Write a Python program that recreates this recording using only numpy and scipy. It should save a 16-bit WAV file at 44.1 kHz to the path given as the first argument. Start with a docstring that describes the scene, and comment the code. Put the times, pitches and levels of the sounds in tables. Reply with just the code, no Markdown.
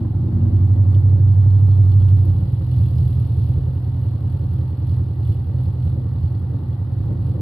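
"""A driveway, heard from inside an open garage: a V8 with a loud exhaust is running.
It labours at a raised, booming idle, then drops to a lumpy lope after about two seconds.
Each firing thumps the tailpipes and puffs gas, ringing the pipes and the garage.
The engine ticks, clicks and hisses, and a pump whines faintly."""
import sys
import numpy as np
from scipy import signal
from scipy.fft import rfft, irfft
from scipy.io import wavfile
from scipy.ndimage import uniform_filter1d, minimum_filter1d

SR = 44100
rng = np.random.default_rng(int(sys.argv[2]) if len(sys.argv) > 2 else 0)


def to_wav(sig):
    """Store sig (one row per channel, or 1-D mono) as 16-bit WAV at the path in sys.argv[1].

    Samples outside -1..1 are clipped; the rate is SR.
    """
    pcm = np.clip(np.atleast_2d(sig), -1, 1) * 32767
    pcm = np.round(pcm).astype(np.int16)
    wavfile.write(sys.argv[1], SR, pcm.T)  # frames by channels


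N = 326781
TIME = np.arange(N) / SR


# Engine speed. Each row: time in seconds, firings per second.
FIRING_RATE_HZ = [(0.0, 85.78), (0.58, 93.43), (1.55, 97.93), (2.18, 95.26), (2.6, 82.92), (3.15, 82.23),
                  (3.75, 84.04), (4.5, 84.25), (5.85, 83.38), (6.7, 85.03), (7.41, 85.22)]

def crankshaft(start_firings=.19):
    """Crank position, counted in firings."""
    return start_firings + np.cumsum(curve(FIRING_RATE_HZ)) / SR


# Cylinder strengths in firing order. Each row: gain pulling in dB, gain idling in dB.
CYLINDER_DB = [(7, -14), (2.4, 4.8), (0.5, 0.4), (-15, 4.6), (-1.4, 7), (0.9, 7.3), (3.1, -2.6), (1.2, 2.8)]
# Engine load. Each row: time in seconds, idling share 0-1, unevenness of the burns 0-1.
ENGINE_LOAD = [(0, 0.6, 0.12), (.35, 0.35, 0.13), (.6, 0.04, 0.22), (1.5, 0.03, .18), (2.15, 0.06, 0.22),
               (2.5, 1, 0.16), (3.4, 1, 0.16), (3.8, 1, 0.115)]

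def firings(crank, carry=0.86, jitter_s=0.00035):
    """Sample and size of each pulse. Residual gas makes a cylinder's weak burn follow its strong one."""
    at = crossings(crank)
    cylinder = np.floor(crank[at]).astype(int) % len(CYLINDER_DB)
    pulling_db, idling_db = np.transpose(CYLINDER_DB)[:, cylinder]
    idling, uneven = curve(ENGINE_LOAD)[at], curve(ENGINE_LOAD, column=2)[at]
    burn, late = rng.standard_normal((len(at), 2)).T
    cycle_feedback = np.r_[1, np.zeros(len(CYLINDER_DB) - 1), carry]
    strength = 1 + np.tanh(uneven * signal.lfilter([1], cycle_feedback, burn))
    sizes = strength * gain_of((1 - idling) * pulling_db + idling * idling_db)
    return shifted(at, late * jitter_s), sizes


# Pipe response to one pulse. Each row: frequency in Hz, gain in dB.
PIPE_SPECTRUM = [(20, -38), (42, -21), (51, -23), (59, 4.5), (66, -9), (74, -9), (79, -14), (84, -6.8),
                 (89, -9.5), (96, 2.5), (101, 4), (107, 10), (111, 6.5), (116, 0), (126, 5.5), (134, -3.5),
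                 (143, -2.5), (150, -12), (161, -11), (168, -24), (179, -17), (200, -35), (400, -60)]
# Boom level. Each row: time in seconds, level in dB.
BOOM_DB = [(0, -21.5), (.2, -17.5), (.65, -12.5), (1.2, -10), (2.13, -8.5), (2.3, -11.5), (2.52, -21.5),
           (2.8, -15.5), (3.1, -15.5), (3.85, -20), (7.4, -21.5)]
# Surges of harder burns as the idle hunts. Each row: centre in seconds, boom swell in dB.
IDLE_SURGES = [(2.79, 2.5), (3.46, 2), (4.06, 1.6), (4.33, 1.5), (4.55, 2), (4.92, 4), (5.3, 5.5),
               (5.64, 3.5), (5.87, 4), (6.24, 1.7), (7.03, 2), (7.28, 3.5)]
# Gaps and chugs from single weak or strong burns. Each row: centre in seconds, boom change in dB.
BURN_LURCHES = [(.3, -7), (2.26, -8), (2.53, 5.5), (2.7, -2), (2.9, -3.5), (2.99, 1), (3.07, 4), (3.1, -5),
                (3.28, -5), (3.58, 2), (3.81, -3.5), (4.19, -4.5), (4.39, -2.5), (4.77, -7), (4.88, 1),
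                (5.01, 3), (5.15, -4.5), (5.34, -7.5), (5.56, 1), (5.75, -3), (6.25, 4), (6.61, -4.5),
                (6.77, -2.5), (6.86, -1.5), (7.34, -3)]

def boom(pulses):
    """The pulses ring the low resonances of pipes and mufflers."""
    pipes = steady(lowpass(colour(pulses, PIPE_SPECTRUM), hz=617), window=4200)
    level_db = curve(BOOM_DB) + swells(IDLE_SURGES) + swells(BURN_LURCHES, sigma_s=.015)
    return garage(pipes, wet_db=-22, t60_s=.3) * gain_of(level_db) * pan(left_db=-1.3)


# Blat spectrum. Each row: frequency in Hz, gain in dB.
BLAT_SPECTRUM = [(60, -42), (150, -1), (165, 0), (180, -5), (197, -7), (216, -8), (232, 1), (250, -1),
                 (272, 2), (295, -0.5), (312, 3), (345, 3.5), (368, -10), (400, -10.5), (438, -25),
                 (480, -21.5), (590, -22), (660, -30), (900, -55), (3000, -100)]
# Blat level. Each row: time in seconds, level in dB.
BLAT_DB = [(0, -37), (.35, -34), (1.0, -35), (2.3, -35.5), (2.6, -37.5), (7.4, -38.5)]
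# Garage ringing. Each row: time in seconds, level relative to the direct blat in dB.
RINGING_DB = [(0, -7), (.5, -8), (1.0, 0), (2.3, 0), (3.0, 6)]
# Ragged burns barking in the pipes. Each row: centre in seconds, blat swell in dB, rasp swell in dB.
PIPE_BARKS = [(.02, 6, 1), (.3, 3.5, 0), (.49, 4.5, 0.5), (1.17, 4, -0.5), (2.22, 0.5, -1), (5.1, 0.5, -1),
              (6.0, 4.5, -0.5), (6.37, 1.5, 0.5), (6.57, 3.5, 1), (7.12, 7, 1.5), (7.38, 7.5, 1)]

def blat(at, sizes, scatter_s=0.00067, gas_gain=1.5, flow=1.0):
    """The ragged front of each pulse and its puff of gas bark in the low mids and ring the garage."""
    fronts = train(shifted(at, scatter_s * rng.standard_normal(len(at))), sizes)
    gas = (flow + puffs(fronts, rise_s=0.0051)) * turbulence(shared=0.81)
    drive = steady(fronts) + gas_gain * steady(gas)
    bark = steady(colour(drive, BLAT_SPECTRUM)) + gain_of(curve(RINGING_DB)) * garage_ringing(drive)
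    level_db = curve(BLAT_DB) + 0.26 * swells(IDLE_SURGES) + swells(PIPE_BARKS)
    room = garage(bark, wet_db=-13, t60_s=0.19)
    return steady(room, window=5000) * gain_of(level_db) * pan(left_db=3.5)


# Pipe overtone, singing while the engine pulls. Each row: time in seconds, level in dB.
OVERTONE_DB = [(0, -28.5), (.12, -44.5), (.38, -32.5), (.75, -35.5), (1.0, -43), (1.5, -54), (2.2, -50.5),
               (2.6, -67.5)]

def overtone(multiple=2.5, resonance_hz=232, follow=.4, waver_db=2):
    """A clean, wavering overtone of the firings, held near a pipe resonance."""
    hz = resonance_hz + follow * (multiple * curve(FIRING_RATE_HZ) - resonance_hz)
    tone = np.sqrt(2) * np.sin(2 * np.pi * np.cumsum(hz) / SR)
    waver = steady(lowpass(rng.standard_normal(N), hz=2.3), window=40000)
    return tone * gain_of(curve(OVERTONE_DB) + waver_db * waver) * pan(left_db=2)


# Gas noise at the tailpipes. 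Each row: frequency in Hz, gain in dB.
GAS_SPECTRUM = [(250, -47.5), (450, -12), (640, -6.5), (720, 2.5), (830, 2.5), (980, -3.5), (1250, -6.5),
                (1550, -14), (1900, -17.5), (2300, -25), (6000, -74.5)]

def rasp(pulses, flow=7.3, idle_db=-52, idle_hz=84, db_per_hz=0.1925):
    """Gas leaves the tailpipes in puffs over a steady flow, louder with engine speed."""
    gas = (flow + puffs(pulses, rise_s=0.0018)) * turbulence(shared=.6)
    room = garage(colour(gas, GAS_SPECTRUM), wet_db=-5, t60_s=0.38)
    level_db = idle_db + db_per_hz * (curve(FIRING_RATE_HZ) - idle_hz) + swells(PIPE_BARKS, column=2)
    return steady(room) * gain_of(level_db) * pan(left_db=3)


# Tailpipe spits. Each row: start in seconds, level in dB before the boost.
GAS_SPITS = [(0.049, -46), (0.321, -44.5), (2.185, -47), (4.937, -50), (5.6, -46), (5.745, -50),
             (6.178, -51), (6.765, -51)]

def spits(rise_s=.002, boost_db=2):
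    """A few sharp puffs of gas crack out above the rasp."""
    envelope = np.zeros(N)
    for start_s, db in GAS_SPITS:
        age = np.maximum(TIME - start_s, 0) / rise_s
        envelope += gain_of(db + boost_db) * age * np.exp(1 - age)
    return envelope * steady(colour(turbulence(shared=0.29), GAS_SPECTRUM)) * pan(left_db=1.5)


# Ticking level. Each row: time in seconds, level in dB.
TICK_DB = [(0, -70.5), (.65, -68), (1.0, -66.5), (1.15, -67.5), (2.0, -62), (2.6, -65), (3.05, -61),
           (3.7, -67), (6.0, -69), (6.8, -69.5)]

def tick_level_db():
    """The ticking rises with each surge."""
    return curve(TICK_DB) + 1.2 * swells(IDLE_SURGES)


def tick_bursts(ticks, spread_db=3, jitter_s=.0012):
    """Envelope of soft ticks, uneven in strength and timing."""
    size, late = rng.standard_normal((len(ticks), 2)).T
    return puffs(train(shifted(ticks, jitter_s * late), gain_of(spread_db * size)), rise_s=.003)


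# Tick spectrum. Each row: frequency in Hz, gain in dB.
TICK_SPECTRUM = [(1500, -28), (3000, -11.5), (4500, -10), (5800, -12.5), (6500, -24.5), (7300, -16),
                 (8000, -4.5), (8900, -11), (9700, -5), (11200, 0.5), (12400, -4.5), (14500, -6.5)]

def ticking(ticks, sizzle=3.5):
    """Gritty ticks over a fine sizzle."""
    grains = (sizzle + tick_bursts(ticks)) * grit(shared=0.18, grain_db=0.5)
    return steady(colour(grains, TICK_SPECTRUM)) * gain_of(tick_level_db())


# Modes of the engine's metal. Each row: frequency in Hz, gain in dB, T60 in seconds.
METAL_MODES = [(2750, -2.5, 0.02), (2950, -2.5, 0.04), (3384, -1, 0.042), (4290, 1.5, 0.032),
               (4930, -6.5, 0.036), (5540, -7, 0.016), (7750, -12.5, .02), (11400, 0.5, .022)]

def metal_blows(starts_s, modes_db, rise_s=0.0011, detune_hz=45):
    """Each blow rings the metal's modes at its own levels, slightly detuned, and echoes in the garage."""
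    t, blows = np.arange(SR // 30) / SR, np.zeros((2, N))
    hz, db, t60_s = np.transpose(METAL_MODES)[:, :, None]
    modes = gain_of(db - 60 * t / t60_s) * np.exp(2j * np.pi * hz * t) * (1 - np.exp(-t / rise_s))
    for start_s, levels_db in zip(starts_s, modes_db):
        weights = gain_of(levels_db) * np.exp(2j * np.pi * rng.random((2, len(METAL_MODES))))
        detune = np.exp(2j * np.pi * rng.normal(0, detune_hz) * t)
        add(blows, start_s, (weights @ modes * detune).real)
    return garage(blows, wet_db=-8, t60_s=.12)


def tick_rings(ticks, boost_db=2.5, spread_db=5, cap_db=7):
    """Each tick rings a different mix of the metal's modes."""
    chance_db = np.minimum(spread_db * rng.standard_normal((len(ticks), len(METAL_MODES))), cap_db)
    return metal_blows(ticks / SR, tick_level_db()[ticks, None] + boost_db + chance_db)


# Sharper metallic clicks. Each row: start in seconds, strength in dB, pitch in Hz.
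ENGINE_CLICKS = [(0.563, -54.5, 3400), (0.945, -46, 3100), (1.277, -48, 3400), (1.503, -55.5, 4290),
                 (1.545, -50, 3315), (1.7102, -46, 3320), (1.9177, -46, 3360), (2.0, -49, 2960),
                 (2.0195, -45, 3000), (2.083, -50, 3800), (2.103, -48.5, 3830), (2.252, -48, 11000),
                 (2.7139, -44, 3300), (2.7384, -52, 2950), (2.883, -50, 4280), (2.955, -48, 11200),
                 (2.9823, -44, 4900), (3.078, -39, 11100), (3.127, -51, 11000), (3.392, -49, 11000),
                 (3.4152, -53.5, 3320), (3.439, -53, 4200), (3.844, -53, 3400), (4.368, -57, 3400),
                 (4.438, -52.5, 4300), (4.535, -48.5, 10900), (4.821, -52, 4200), (4.8673, -55, 2920),
                 (4.893, -51, 4200), (4.9392, -56.5, 4270), (5.2496, -51, 3420), (5.272, -47.5, 2870),
                 (5.321, -50, 3400), (5.583, -57, 4200), (5.895, -60, 4300), (6.229, -55.5, 3380),
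                 (6.277, -53.5, 4200), (6.348, -51.5, 4200), (6.727, -54.5, 3400)]

def clicks(falloff_db_per_octave=14):
    """Each click rings mostly the metal's modes near its own pitch."""
    starts_s, db, hz = np.transpose(ENGINE_CLICKS)
    octaves_off = abs(np.log2(np.array(METAL_MODES)[:, 0] / hz[:, None]))
    return metal_blows(starts_s, db[:, None] - falloff_db_per_octave * octaves_off)


# Engine hiss. Each row: frequency in Hz, gain in dB.
HISS_SPECTRUM = [(1300, -37.5), (2250, -9), (2800, -1), (3500, -2.5), (3900, -2), (4350, -1.5),
                 (5000, -9.5), (5700, -22), (6400, -27.5), (9000, -35.5)]

def hiss(ticks, flow=7, mean_db=-63.5, follow=0.75):
    """Belts, chains and intake hiss, beating lightly with the ticks and following their level."""
    rush = (flow + tick_bursts(ticks)) * grit(shared=0.22, grain_db=1.5)
    tick_db = tick_level_db()
    return steady(colour(rush, HISS_SPECTRUM)) * gain_of(mean_db + follow * (tick_db - tick_db.mean()))


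def pump_whine(hz=1932, sigma_hz=20, level_db=-72):
    """A faint pump whine: a narrow, wavering band of noise."""
    band = np.exp(-.5 * ((np.fft.rfftfreq(N, 1 / SR) - hz) / sigma_hz) ** 2)
    whine = irfft(rfft(turbulence(shared=0.051)) * band, N)
    return gain_of(level_db) * steady(whine, window=40000)


# Garage resonances. Each row: frequency in Hz, bandwidth in Hz, relative gain in dB.
ROOM_MODES = [(179, 6, 12.5), (210, 6, -5), (232, 6, 8), (254, 7, -5), (270, 9, 2.5), (297, 8, -2),
              (311, 9, 0.5), (338, 22, -2), (454, 6, -16), (486, 18, -22), (548, 30, -24)]
# Exhaust band that reaches them. Each row: frequency in Hz, gain in dB.
ROOM_DRIVE_SPECTRUM = [(120, -25), (170, 0), (570, 0), (900, -40)]

def garage_ringing(drive):
    """The exhaust excites the garage's decaying modes; unit rms."""
    t = np.arange(SR // 2) / SR
    ring = sum(gain_of(db) * width_hz * np.exp(-np.pi * width_hz * t) * np.cos(2 * np.pi * hz * t)
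               for hz, width_hz, db in ROOM_MODES)
    return steady(convolve(colour(drive, ROOM_DRIVE_SPECTRUM), ring))


def garage(x, wet_db, t60_s, gap_s=.003):
    """Direct sound plus wall reflections that differ at each microphone."""
    t = np.arange(SR // 2) / SR
    reflections = rng.standard_normal((2, len(t))) * gain_of(-60 * t / t60_s) * (t > gap_s)
    reflections /= np.linalg.norm(reflections, axis=1, keepdims=True)
    return x + gain_of(wet_db) * convolve(x, reflections)


def turbulence(shared):
    """Stereo white noise with a share of its power common to both sides."""
    noise = rng.standard_normal((3, N))
    return np.sqrt(shared) * noise[0] + np.sqrt(1 - shared) * noise[1:]


def grit(shared, grain_db):
    """Noise broken into fine grains."""
    noise = turbulence(shared)
    grains = steady(uniform_filter1d(rng.standard_normal(N), size=20))
    return noise * gain_of(grain_db * grains)


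def crossings(count):
    """Samples at which a count passes a whole number."""
    return np.flatnonzero(np.diff(np.floor(count))) + 1


def shifted(at, delay_s):
    """Sample numbers moved by a delay."""
    return np.clip(at + (delay_s * SR).astype(int), 0, N - 1)


def train(at, sizes):
    """Single-sample pulses of the given sizes."""
    return np.bincount(at, sizes, N)


def puffs(pulses, rise_s):
    """Envelope of mean 1 that swells and dies after each pulse."""
    age = np.arange(SR // 10) / SR / rise_s
    envelope = signal.fftconvolve(pulses, age * np.exp(-age))[:N]
    return envelope / envelope.mean()


def swells(rows, sigma_s=.05, column=1):
    """Sum of short Gaussian swells, in dB."""
    return sum(row[column] * np.exp(-.5 * ((TIME - row[0]) / sigma_s) ** 2) for row in rows)


def curve(rows, column=1):
    """One column of a time table, interpolated at every sample."""
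    rows = np.asarray(rows)
    return np.interp(TIME, rows[:, 0], rows[:, column])


def gain_of(db):
    """Decibels to a factor."""
    return 10 ** (np.asarray(db) / 20)


def pan(left_db):
    """Channel gains for a left-over-right level."""
    return gain_of([[left_db / 2], [-left_db / 2]])


def steady(x, window=8000):
    """Scales to a running rms of 1, keeping the fast throb; window in samples."""
    power = np.mean(np.atleast_2d(x) ** 2, axis=0)
    return x / np.sqrt(uniform_filter1d(uniform_filter1d(power, window), window) + 1e-20)


def colour(x, spectrum, size=16384):
    """Minimum-phase filter: the spectrum's peaks ring on after each pulse."""
    hz, db = np.transpose(spectrum)
    bins_hz = abs(np.fft.fftfreq(size, 1 / SR)) + 1
    log_gain = np.interp(np.log(bins_hz), np.log(hz), np.log(gain_of(db)))
    ring = np.fft.ifft(np.exp(signal.hilbert(log_gain).conj())).real
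    return convolve(x, ring[:size // 2])


def convolve(x, response):
    """Applies an impulse response per channel."""
    return signal.fftconvolve(np.atleast_2d(x), np.atleast_2d(response), axes=1)[:, :N]


def lowpass(x, hz):
    """Fourth-order low-pass."""
    return signal.sosfilt(signal.butter(4, hz, fs=SR, output="sos"), x)


def add(mix, start_s, sound):
    """Mixes a sound in place."""
    part = mix[:, round(start_s * SR):][:, :sound.shape[1]]
    part += sound[:, :part.shape[1]]


def limiter(x, ceiling_db=-6.5, grip=0.55, window=700):
    """Takes back a share of the level by which peaks pass the ceiling."""
    allowed = np.minimum(1, gain_of(ceiling_db) / (abs(x).max(axis=0) + 1e-9)) ** grip
    return x * uniform_filter1d(minimum_filter1d(allowed, window), window)


def scene():
    """One crankshaft times the exhaust pulses and the ticks."""
    crank = crankshaft()
    at, sizes = firings(crank)
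    pulses = train(at, sizes)
    ticks = crossings(crank / 2 - .285)  # trailing every second firing
    exhaust = boom(pulses) + blat(at, sizes) + overtone() + rasp(pulses) + spits()
    engine = hiss(ticks) + ticking(ticks) + tick_rings(ticks) + clicks()
    return exhaust + engine + pump_whine()


def record(dry, low_hz=30, high_hz=14550):
    """The microphone sheds the deepest bass, a limiter holds the boom, a low-pass cuts the top."""
    thinned = signal.sosfilt(signal.butter(2, low_hz, "high", fs=SR, output="sos"), dry)
    band_limit = signal.firwin(511, high_hz, window=("kaiser", 9), fs=SR)
    return signal.oaconvolve(limiter(thinned), band_limit[None], "same")


dry = scene()
out = record(dry)
to_wav(out)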